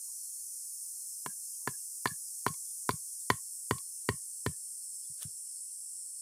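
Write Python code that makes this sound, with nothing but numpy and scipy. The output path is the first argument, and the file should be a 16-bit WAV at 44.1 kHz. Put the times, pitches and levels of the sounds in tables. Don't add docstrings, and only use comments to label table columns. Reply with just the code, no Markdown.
import sys
import numpy as np
from scipy import signal
from scipy.fft import rfft, irfft, next_fast_len
from scipy.io import wavfile
from scipy.ndimage import uniform_filter1d, map_coordinates

SR = 44100
rng = np.random.default_rng(int(sys.argv[2]) if len(sys.argv) > 2 else 0)


def magnitude_from_level(level_db):
    exponent = np.asarray(level_db, float) / 20
    return 10 ** exponent


def generate_wav(sig):
    pcm = np.round(np.clip(np.atleast_2d(sig).T, -1, 1) * 32767).astype(np.int16)
    wavfile.write(sys.argv[1], SR, pcm)


N = 273861
CLOCK = np.arange(N) / SR
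T = np.arange(SR // 4) / SR


def unit(x):
    return x / np.sqrt(np.mean(x ** 2) + 1e-20)


def along(points, hz):
    f, v = np.transpose(points)
    return np.interp(np.log(hz + 1), np.log(f + 1), v)


def coloured(x, spectrum):
    m = next_fast_len(len(x) + 4096)
    gain = magnitude_from_level(along(spectrum, np.fft.rfftfreq(m, 1 / SR)))
    return unit(irfft(rfft(x, m) * gain, m)[:len(x)])


def patchy(x, depth_db, bins, frames):
    hz, _, z = signal.stft(x, SR, nperseg=2048)
    field = uniform_filter1d(rng.standard_normal(z.shape), bins, 0)
    field = unit(uniform_filter1d(field, frames, 1))
    gain = magnitude_from_level(along(depth_db, hz)[:, None] * field)
    return signal.istft(z * gain, SR, nperseg=2048)[1][:N]


def add(track, s, sound):
    track[round(s * SR):][:len(sound)] += sound


def ring(modes, attack, scatter_db=.7):
    total = np.zeros(len(T))
    for hz, db, t60 in modes:
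        decay = magnitude_from_level(db + scatter_db * rng.standard_normal() - 60 * T / t60)
        total -= decay * np.sin(2 * np.pi * hz * T)
    return total * (1 - np.exp(-T / attack))


# (frequency [Hz], t60 [s])
ECHO_DECAY = [(100, .2), (1000, 0.14), (3000, 0.22), (8000, 0.14)]


def echoed(x, wet_db):
    hz, t, z = signal.stft(rng.standard_normal(len(T)), SR, nperseg=256)
    decay = magnitude_from_level(-60 * t / along(ECHO_DECAY, hz)[:, None])
    tail = signal.istft(z * decay, SR, nperseg=256)[1][:len(T)]
    wet = signal.fftconvolve(x, tail / np.linalg.norm(tail))[:len(T)]
    gate = 1 / (1 + np.exp((T - .105) / .009))
    return (x + magnitude_from_level(wet_db) * wet) * gate


# (time [s], tube level [dB], then relative to the tube: crack [dB], stake [dB],
# ring of the far tube end [dB])
BLOWS = [
    (1.261, -29.5, -12.5, -10, -31),
    (1.674, -24, -14.5, -3.5, -29),
    (2.056, -20, -14, -2.5, -28),
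    (2.464, -19, -17, -14, -17),
    (2.891, -18.5, -15, -22.5, -27),
    (3.301, -15.5, -11, -5, -22),
    (3.709, -20, -13.5, -7, -18),
    (4.088, -22.5, -9, -1.5, -15),
    (4.462, -27, -6.5, -2, -26),
]


def blows():
    out = np.zeros(N + SR)
    full_blow_db = -24
    for s, db, crack_db, stake_db, far_db in BLOWS:
        soil_db = -50.5 + 5.2 * s + min(db - full_blow_db, 0) - db
        log_db = -3.5 + .6 * soil_db
        body = cross_tube(far_db) + magnitude_from_level(log_db + 8) * log_body() + magnitude_from_level(stake_db + 8.5) * stake(s)
        crack = magnitude_from_level(db + crack_db + 4) * echoed(splint_crack(), wet_db=-17)
        add(out, s + .0001, skin_tick(db) + crack)
        add(out, s + .0008, magnitude_from_level(db) * echoed(body, wet_db=-21.5))
        add(out, s + .0062, magnitude_from_level(db + soil_db + 4) * soil(s))
    return out[:N]


# (frequency [Hz], level [dB], t60 [s])
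TUBE_MODES = [(1026.4, 5, 0.028), (804, -4.5, 0.015), (1183, 8, 0.0083), (1365, 1.5, .012),
              (1477, -5, 0.012)]


def cross_tube(far_db):
    far_end = ring([(1084, far_db, .19)], attack=.002) * shaky()
    return magnitude_from_level(-3.0) * (ring(TUBE_MODES, attack=.00052) + far_end)


# (frequency [Hz], level [dB], t60 [s])
LOG_MODES = [(403, 3, 0.031), (264, -3, 0.033), (330, -6, 0.03)]


def log_body():
    return ring(LOG_MODES, attack=.0006)


# (time [s], frequency [Hz])
STAKE_PITCH = [
    (1.26, 1660),
    (3.3, 1866),
    (4.09, 1866),
    (4.46, 1780),
]


def stake(s):
    hz = np.interp(s, *np.transpose(STAKE_PITCH))
    after_db = -33 - .06 * (hz - STAKE_PITCH[0][1])
    modes = [(hz, 0, .022), (.97 * hz, after_db, .3), (1.015 * hz, after_db - 2, .25)]
    return ring(modes, attack=.002) * shaky()


def shaky():
    knots = map_coordinates(rng.standard_normal(30), [1 + T * 95])
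    return magnitude_from_level(6 * knots * np.clip(T / .03, 0, 1))


# (frequency [Hz], level [dB], t60 [s])
SPLINT_MODES = [(2180, -1, 0.039), (2308.5, -3, 0.035), (3080, 0.5, 0.021), (3450, -6, .03),
                (4164, -0.5, .025), (4604, 1, .03), (6430, -7, 0.034)]
# (frequency [Hz], level [dB])
SNAP_SPECTRUM = [(300, -15), (1000, -11), (3000, 3.5), (6000, -4.5), (10000, -7.5), (15500, -24.5)]


def contact_noise(t60):
    return coloured(rng.standard_normal(len(T)), SNAP_SPECTRUM) * magnitude_from_level(-60 * T / t60)


def splint_crack():
    snap = contact_noise(t60=.024)
    modes = ring(SPLINT_MODES + [(2720, 0, .018)], attack=.0006, scatter_db=1.8)
    return magnitude_from_level(-7.5) * modes + magnitude_from_level(-6) * snap


# (frequency [Hz], level [dB], t60 [s])
SKIN_MODES = [(5870, -5, 0.0057), (7090, -2.5, .007), (9040, -5, .007), (12500, -5, 0.007),
              (13600, -8.5, .008), (14770, -12.5, .006)]


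def skin_tick(db):
    return magnitude_from_level(-16 + .45 * db) * ring(SKIN_MODES, attack=.00015)


# (frequency [Hz], level [dB], t60 [s])
SOIL_MODES = [(112, 1.5, 0.082), (88.5, -0.5, 0.06), (153, -1, 0.064)]


def soil(s):
    deeper = ground_hz(s) / 145
    return ring([(hz * deeper, db, t60) for hz, db, t60 in SOIL_MODES], attack=.0027)


def ground_hz(s):
    return 145 + (200 - 145) * np.exp((THUDS[0][0] - s) / .55)


# (time [s], peak level [dB], tube relative to it [dB])
RATTLES = [
    (2.072, -26.5, -13),
    (2.479, -32.5, -11.5),
    (2.54, -50.5, -5.5),
    (2.907, -30.5, -12),
    (3.749, -54.5, -24.5),
    (3.782, -41, -16),
    (5.045, -63, -33),
    (1.689, -46, -5),
]


def rattles():
    out = np.zeros(N + SR)
    for s, db, tube_db in RATTLES:
        splints = .6 * ring(SPLINT_MODES[3:6], attack=.0008) + .3 * contact_noise(t60=.025)
        tube = ring(SPLINT_MODES[:2] + TUBE_MODES[:1] + [(1140, -8, .13)], attack=.00088)
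        add(out, s, magnitude_from_level(db) * echoed(splints + magnitude_from_level(tube_db) * tube, wet_db=-17.5))
    return out[:N]


# (time [s], peak level [dB])
THUDS = [
    (1.281, -47.5),
    (1.688, -39.5),
    (2.113, -37.5),
    (2.501, -32.5),
    (2.935, -33),
    (3.335, -35.5),
    (3.749, -37),
    (4.136, -36),
    (4.492, -32),
]
# (time [s], peak level [dB], frequency [Hz])
LAID = [
    (5.097, -50.5, 135),
    (5.11, -55, 135),
    (5.25, -36, 133),
    (5.269, -45.5, 130),
    (5.284, -62.5, 434),
    (5.305, -66, 436),
    (5.33, -71, 100),
]


def thuds():
    out = np.zeros(N + SR)
    sinking = [(s, db, ground_hz(s)) for s, db in THUDS]
    for s, db, hz in sinking + LAID:
        thud = ring([(hz, 0, .045), (.75 * hz, -12, .06)], attack=.004)
        rounded = uniform_filter1d(np.pad(thud, (60, 0)), size=60)
        add(out, s - .001, magnitude_from_level(db + 6.5) * rounded)
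    return out[:N]


# (peak time [s], peak level [dB], rise [dB/s], fall [dB/s])
STROKE = (5.227, -49.5, 600, 680)
# (end time [s], level [dB])
STROKE_TAIL = (5.3, -83)
# (frequency [Hz], level [dB])
STROKE_SPECTRUM = [(350, -24), (600, -2), (850, -16), (1550, 0), (2000, -10), (3200, -2), (5000, -4),
                   (9500, -2), (13000, -4), (15500, -10)]
# (time [s], peak level [dB], frequency [Hz])
SLEEVE_SNAP = (5.2302, -18, 9600)


def brush():
    grain_db = 3.2 * np.repeat(rng.standard_normal(N // 70 + 1), 70)[:N]
    grains = rng.standard_normal(N) * magnitude_from_level(grain_db)
    peak_s, db, rise, fall = STROKE
    stroke = magnitude_from_level(db - np.maximum(rise * (peak_s - CLOCK), fall * (CLOCK - peak_s)))
    end_s, tail_db = STROKE_TAIL
    tail = magnitude_from_level(tail_db) * (CLOCK > peak_s) * (CLOCK < end_s)
    out = magnitude_from_level(5.5) * (stroke + tail) * coloured(grains, STROKE_SPECTRUM)
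    snap_s, snap_db, hz = SLEEVE_SNAP
    modes = [(hz, 0, .003), (1.4 * hz, -6, .0025), (.65 * hz, -9, .003), (.35 * hz, -18, .004)]
    add(out, snap_s, magnitude_from_level(snap_db) * ring(modes, attack=.00015))
    return out


# (frequency [Hz], level [dB])
STEADY_SPECTRUM = [(3850, -90), (4000, -47.5), (4300, -28.5), (4600, -32.5), (5370, -11), (5860, -17.5),
                   (6700, -19), (7400, -8.5), (7660, -2.5), (8800, -1), (9600, 0), (11400, -18),
                   (14500, -28), (15600, -36.5)]
# (frequency [Hz], level [dB])
FADING_SPECTRUM = [(3850, -86.5), (4000, -42), (4250, -30.5), (4600, -32.5), (5000, -13.5), (5600, -8),
                   (6700, -2.5), (8300, -10.5), (9400, 1.5), (11000, -3.5), (12000, -9), (13800, -6),
                   (14500, -11.5), (15700, -23.5)]


def insects():
    steady_db = -45.3 + .28 * CLOCK
    fading_db = -46.3 - 2.9 * np.maximum(CLOCK - 2.7, 0)
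    depth = [(4100, 7), (4800, 5.6), (5200, 2.2), (9000, 1.5), (13000, 1.6)]  # (frequency [Hz], depth [dB])
    steady = patchy(singers([273, 281, 139], wander=.002, share=.5), depth, bins=3, frames=5)
    fading = patchy(singers([284, 252], wander=.0022, share=.55), depth, bins=3, frames=5)
    choruses = magnitude_from_level(steady_db) * coloured(steady, STEADY_SPECTRUM)
    choruses += magnitude_from_level(fading_db) * coloured(fading, FADING_SPECTRUM)
    return choruses + magnitude_from_level(-78) * cricket(4452, 16) + magnitude_from_level(fading_db - 36) * cricket(4280, 24)


def singers(rates_hz, wander, share):
    total = np.zeros(N)
    for hz in rates_hz:
        drift = map_coordinates(rng.standard_normal(40), [np.linspace(1, 38, N)])
        phase = np.cumsum(hz * (1 + wander * drift)) / SR
        clicks = np.diff(np.floor(phase), prepend=0)
        trees = rng.standard_normal(SR // 8) * magnitude_from_level(-60 * T[:SR // 8] / .12)
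        total += unit(signal.fftconvolve(clicks, trees)[:N])
    return share * unit(total) + rng.standard_normal(N)


def cricket(hz, width_hz):
    pitch, size = (map_coordinates(rng.standard_normal(200), [1 + CLOCK * 24]) for _ in range(2))
    return unit(magnitude_from_level(3.5 * size) * np.sin(2 * np.pi * np.cumsum(hz + width_hz * pitch) / SR))


# (time [s], level [dB], frequency [Hz])
CHIRPS = [(.89, -86, 1870), (.29, -81.5, 3200), (1.52, -76, 3120), (1.77, -77.5, 2760), (2.645, -78, 3490),
          (2.68, -77, 3500), (4.651, -82, 3150), (5.0, -80.5, 3115), (5.03, -73, 3470), (5.45, -81, 2880),
          (3.19, -76.5, 3600), (3.95, -82.5, 2780), (5.67, -81, 2770), (5.93, -87, 2900), (6.12, -85, 2800)]
# (first time [s], gap [s], frequency [Hz], level of each note [dB])
HOOT = (.066, .764, 985, [-74, -80.5, -76])


def birds():
    out = np.zeros(N + SR)
    first, gap, hoot_hz, levels = HOOT
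    hoots = [(first + k * gap, db, hoot_hz) for k, db in enumerate(levels)]
    swell = np.sin(np.pi * np.clip(T / .056, 0, 1)) ** 2
    for s, db, hz in hoots + CHIRPS:
        waver = np.cumsum(rng.standard_normal(len(T))) * .04
        add(out, s, magnitude_from_level(db + 1.5) * swell * np.sin(2 * np.pi * hz * T + waver))
    return out[:N]


# (start [s], length [s], edge [s], level [dB])
RUSTLE = (5.88, .19, .03, -87.5)


def rustle():
    start, length, edge, db = RUSTLE
    touch = np.clip(np.minimum(CLOCK - start, start + length - CLOCK) / edge, 0, 1) ** 2
    spectrum = [(80, -15), (200, -0.5), (1000, -10.5), (3000, -24.5), (5000, -69)]
    return magnitude_from_level(db) * touch * coloured(rng.standard_normal(N), spectrum)


# (frequency [Hz], level [dB])
RESIDUE_SPECTRUM = [(25, 0), (60, -1.5), (110, -0.5), (200, -3), (600, -9.5), (2500, -10.5), (2850, -7),
                    (3400, -6.5), (3800, -19), (4200, -55.5)]


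def residue():
    flicker = patchy(rng.standard_normal(N), [(2000, 1.1), (3000, 4.6)], bins=4, frames=3)
    return magnitude_from_level(-87.5) * coloured(flicker, RESIDUE_SPECTRUM)


def scene():
    work = blows() + rattles() + thuds() + brush() + rustle()
    return (work + insects() + birds() + residue())[None]


def low_pass(x):
    return signal.sosfilt(signal.butter(12, 15800, fs=SR, output="sos"), x)


def record(dry):
    low_cut = signal.butter(5, 74, "high", fs=SR, output="sos")
    high_cut = signal.butter(12, 15750, fs=SR, output="sos")
    mix = signal.sosfilt(np.vstack([low_cut, high_cut]), dry)
    return low_pass(mix)


dry = scene()
out = record(dry)
generate_wav(out)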